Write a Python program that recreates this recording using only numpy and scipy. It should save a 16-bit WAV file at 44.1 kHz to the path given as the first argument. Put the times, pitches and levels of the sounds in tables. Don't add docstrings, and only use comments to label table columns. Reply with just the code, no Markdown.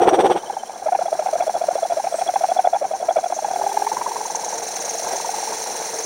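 import sys
import numpy as np
from scipy import signal
from scipy.io import wavfile
from scipy.ndimage import uniform_filter1d

SR = 44100
rng = np.random.default_rng(int(sys.argv[2]) if len(sys.argv) > 2 else 0)


def transcribe(signal):
    frames = np.atleast_2d(signal).T
    limited = np.clip(frames, -1, 1)
    pcm = np.round(limited * 32767).astype(np.int16)
    wavfile.write(sys.argv[1], SR, pcm)


N = 266924
TIME = np.arange(N) / SR
SKID_END_S = .4
# pitch_hz, width_hz, gain_db
SAW_MODES = [(1930, 970, -7.5), (3372, 45, -6), (4086, 490, -7), (5613, 357, 4), (6174, 890, -0.5),
             (7526, 65, -0.5), (8795, 475, -4.5), (10760, 49, -3), (15000, 2600, -19.5)]


def stick_slip(turns, speed, lead_s=.0235, lead_pitch_ratio=.865, lead_turns=.19, main_turns=.17):
    # time_s, lead_db, main_db
    catch_levels = [(0, -12.5, -10.5), (.31, -27.5, -10.5), (.42, -35, -28), (.5, -34, -16.5),
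                    (.78, -40, -28.5), (.88, -9, -17.5), (1.01, -19.5, -11.5), (1.17, -11, -26.5),
                    (1.38, -14.5, -14.5), (1.85, -14, -17.5), (2.25, -21.5, -14), (2.7, -11.5, -10),
                    (3.01, -22.5, -20.5), (3.12, -9, -15), (3.3, -22.5, -17), (3.65, -17.5, -14.5),
                    (3.82, -25.5, -12), (4.3, -28, -22), (4.85, -27.5, -31.5), (5.3, -26, -18.5),
                    (6.05, -36.5, -32.5)]
    # time_s, pitch_hz
    shudder_pitch = [(0, 790), (.6, 801), (1.5, 731.7), (2.4, 764.5), (3.2, 738), (4.15, 915), (4.9, 798),
                     (5.45, 864), (6.05, 821)]
    lead_db, main_db = curves(catch_levels)
    pitch, = curves(shudder_pitch)
    stretch = np.where(TIME < SKID_END_S, 1.9, 1)
    length_scale = stretch / speed
    times = np.interp(np.arange(int(turns[-1]) + 1), turns, TIME)
    leads = slips(times - lead_s, lead_db, pitch * lead_pitch_ratio, length_scale * lead_turns)
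    mains = slips(times, main_db, pitch, length_scale * main_turns)
    return leads, mains


def slips(times, level_db, pitch, length, jitter_s=0.000975, spread_db=1.5, detune=.03):
    at = np.clip((times * SR).astype(int), 0, N - 1)
    later, harder, higher = rng.standard_normal((len(times), 3)).T
    return np.column_stack([times + jitter_s * later, level_db[at] + spread_db * harder,
                            pitch[at] * (1 + detune * higher), length[at]])


def chatter(slip_rows, flutter_db=4.5, waver=0.063, octave_db=-26, rasp_db=-25.5, colour_db=3):
    # pitch_hz, base_width_hz, gain_db
    clay_modes = [(1382, 31, -7.5), (1650, 270, -10), (2250, 290, -5)]
    shudder, force = np.zeros((2, N))
    flutter = from_db(flutter_db * drift(84))
    bend = 1 + waver * drift(114)
    for time_s, db, hz, length_s in slip_rows:
        at, shape = bump(time_s, length_s, skew=0.42)
        uneven = shape * flutter[at]
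        level = from_db(db) * uneven * np.linalg.norm(shape) / np.linalg.norm(uneven)
        phase = 2 * np.pi * (np.cumsum(hz * bend[at]) / SR + rng.random())
        shudder[at] += np.sqrt(2) * level * (np.sin(phase) + from_db(octave_db) * np.sin(2 * phase))
        force[at] += level
    rasp = sum(from_db(db + colour_db * drift(11.6)) * force * swish(hz, 1.84 * width)
               for hz, width, db in clay_modes)
    return butter(shudder, 420, "high") + from_db(rasp_db) * rasp


def skidding(jolts, rock_db=-2.5, crunch_db=-14, crack_db=-27, rock_lead_s=0.0045, release_lag_s=0.0052):
    # pitch_hz, width_hz, gain_db
    rocking_modes = [(206, 72, -15.5), (511, 126, -1), (351, 54.5, 3), (864, 127, -9.5)]
    # pitch_hz, width_hz, gain_db
    catch_modes = [(1230, 360, 2), (3400, 620, -6), (4600, 370, -16), (5790, 78, -2.5), (8540, 210, -7.5)]
    push, scrape, snap = np.zeros((3, N))
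    for time_s, db in jolts[:, :2]:
        at, shape = bump(time_s - rock_lead_s, length_s=0.035)
        push[at] += from_db(db + rock_db) * shape
        at, shape = bump(time_s + release_lag_s, length_s=0.027)
        scrape[at] += from_db(db + crunch_db) * shape
        at, shape = bump(time_s + release_lag_s, length_s=0.0059)
        snap[at] += from_db(db + crack_db) * shape
    rocking = butter(body(rng.standard_normal(N), rocking_modes), 1070, "low")
    rocking /= np.sqrt(uniform_filter1d(rocking ** 2, size=SR // 20))
    crunch = body(scrape * grit(), catch_modes)
    crack = butter(snap * grit(), 7000, "low", order=1)
    return push * rocking + crunch + crack


def grinding(turns, swell_db=1.13, flicker_db=1.55, dust_swell_db=3, load_swell_db=0.7, lumpy_db=3):
    # time_s, hiss_db, rumble_db
    grind_levels = [(.36, -45, -39), (.45, -43, -36), (.75, -44, -40.5), (1.1, -39.5, -37.5),
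                    (2.45, -36.5, -37), (2.7, -42, -40), (3.35, -39.5, -39), (3.7, -35, -34),
                    (4.3, -34.5, -34), (4.9, -31.5, -34), (5.3, -30.5, -33), (6.05, -31.5, -34)]
    # time_s, relative_to_hiss_db
    dust_levels = [(.6, -21), (1.3, -18), (2.4, -17), (2.9, -24), (3.75, -10), (4.3, -19), (6.05, -18)]
    # pitch_hz, width_hz, gain_db
    pot_modes = [(222, 170, -16), (343, 63, -5.5), (511, 138, -2.5), (702, 115, 0.5), (898, 149, -3),
                 (1656, 95, -12)]
    hiss_db, rumble_db = curves(grind_levels)
    dust_db, = curves(dust_levels)
    swell = once_a_turn(turns, peak_turns=0.38)
    bite = from_db(hiss_db + swell_db * swell)
    grains = grit(per_s=9000, spread_db=0.64) * bite * from_db(flicker_db * drift(61))
    dust = grit(per_s=2800, spread_db=3.5) * bite * from_db(dust_db + dust_swell_db * swell + drift(11))
    load_db = rumble_db + load_swell_db * once_a_turn(turns, peak_turns=0.21)
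    load = grit() * from_db(load_db + lumpy_db * drift(21))
    return body(grains, SAW_MODES) + butter(dust, 1000, "high", order=1) + body(load, pot_modes)


def rubbing(turns, rub_hz=6300, width_hz=800, uneven_db=2):
    # time_s, level_db
    rub_levels = [(1.5, -52), (3.4, -38), (4.15, -38), (4.4, -26.5), (5, -28), (5.5, -33.5), (6.05, -28)]
    # middle_s, level_db, pitch_hz, length_s
    accents = [(2.175, -41, 8350, .09), (3.358, -32.5, 6300, 0.03)]
    rub_db, = curves(rub_levels)
    touch = ((1 + once_a_turn(turns, peak_turns=0.18)) / 2) ** 3
    out = from_db(rub_db + uneven_db * drift(36)) * touch * swish(rub_hz, width_hz)
    for middle_s, db, hz, length_s in accents:
        at, shape = bump(middle_s, length_s)
        out[at] += from_db(db) * shape * swish(hz, width_hz)[at]
    return out


def pings(leads, lag_s=0.009, spread_db=2):
    # time_s, level_db
    ping_levels = [(.8, -52), (1.3, -46.5), (2.1, -47), (2.28, -34), (2.42, -46), (2.65, -36.5),
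                   (2.95, -50), (3.13, -35.5), (3.3, -47), (4.2, -54)]
    ping_db, = curves(ping_levels)
    strength = np.zeros(N)
    for time_s, harder in zip(leads[:, 0], rng.standard_normal(len(leads))):
        at, shape = bump(time_s + lag_s, length_s=0.013)
        strength[at] += from_db(ping_db[at] + spread_db * harder) * shape
    return strength * swish(SAW_MODES[1][0], width_hz=110)


def chinks(turns, level_db=-42):
    at, shape = bump(middle_s=0.5, length_s=0.33)
    touch = np.zeros(N)
    touch[at] = shape * ((1 + once_a_turn(turns[at], peak_turns=0.46)) / 2) ** 4
    return from_db(level_db) * touch * swish(hz=3100, width_hz=130)


def motor(turns, gear_ratio=20.7, waver_rad=0.86, uneven_db=2.5):
    # time_s, level_db
    hum_levels = [(3.3, -78), (3.6, -36), (4.05, -42), (4.4, -44), (6.05, -38)]
    hum_db, = curves(hum_levels)
    level = from_db(hum_db + uneven_db * drift(6.6))
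    phase = 2 * np.pi * gear_ratio * turns + waver_rad * drift(26)
    return level * np.sqrt(2) * np.sin(phase)


def background(drone_db=-59, air_db=-70):
    air = unit_rms(butter(rng.standard_normal(N), 90, "low"))
    return from_db(drone_db) * swish(hz=200, width_hz=90) + from_db(air_db) * air


def grit(per_s=4000, spread_db=3):
    sizes = from_db(spread_db * np.minimum(rng.exponential(1, N), 4))
    signs = rng.choice([-1, 1], N)
    return unit_rms(sizes * signs * (rng.random(N) < per_s / SR))


def swish(hz, width_hz):
    mode = [(hz, width_hz, 0)]
    return unit_rms(resonate(resonate(grit(), mode), mode))


def resonate(x, modes):
    out = 0
    for k, (hz, width_hz, db) in enumerate(modes):
        radius = np.exp(-np.pi * width_hz / SR)
        poles = [1, -2 * radius * np.cos(2 * np.pi * hz / SR), radius ** 2]
        gain = (-1) ** k * from_db(db) * (1 - radius ** 2) / 2
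        out = out + gain * signal.lfilter([1, 0, -1], poles, x + 1e-18)
    return out


def body(x, modes):
    return resonate(x, modes) / np.linalg.norm(resonate(signal.unit_impulse(SR // 10), modes))


def bump(middle_s, length_s, skew=0):
    first, last = int((middle_s - 2 * length_s) * SR), int((middle_s + 3 * length_s) * SR)
    at = np.arange(max(0, first), min(N, last))
    x = 2 * (at / SR - middle_s) / length_s + skew
    flank = 1 + np.clip(skew, 0, .8) * np.sign(x)
    return at, 2 ** -(x / flank) ** 2


def once_a_turn(turns, peak_turns):
    return np.cos(2 * np.pi * (turns - peak_turns))


def drift(rate_hz):
    return unit_rms(butter(rng.standard_normal(N + SR), rate_hz, "low")[SR:])


def curves(rows):
    times, *columns = np.transpose(rows)
    return [np.interp(TIME, times, column) for column in columns]


def butter(x, hz, kind, order=2):
    return signal.sosfilt(signal.butter(order, hz, kind, fs=SR, output="sos"), x)


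def from_db(db):
    return 10 ** (np.asarray(db) / 20)


def unit_rms(x):
    return x / np.sqrt(np.mean(x ** 2) + 1e-20)


def scene(first_slip_turns=.432):
    # time_s, turns_per_s
    spindle_speed = [(0, 16.86), (.36, 18.2), (.37, 14.13), (.74, 16.19), (1.16, 14.53), (2.31, 13.51),
                     (2.6, 12.92), (2.89, 10.37), (3.18, 13.2), (3.5, 18.01), (3.72, 19.63), (4.27, 21.45),
                     (4.47, 22.17), (4.89, 22.43), (5.41, 21.75), (6.05, 21.77)]
    speed, = curves(spindle_speed)
    turns = np.cumsum(speed) / SR - first_slip_turns
    leads, mains = stick_slip(turns, speed)
    jolts = mains[mains[:, 0] < SKID_END_S]
    rim = chatter(np.vstack([leads, mains])) + skidding(jolts) + pings(leads) + chinks(turns)
    return (rim + grinding(turns) + rubbing(turns) + motor(turns) + background())[None]


def record(dry, ceiling=.85, cutoff_hz=15850):
    rounded = dry / (1 + (dry / ceiling) ** 6) ** (1 / 6)
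    return signal.sosfilt(signal.ellip(12, .1, 90, cutoff_hz, fs=SR, output="sos"), rounded)


dry = scene()
out = record(dry)
transcribe(out)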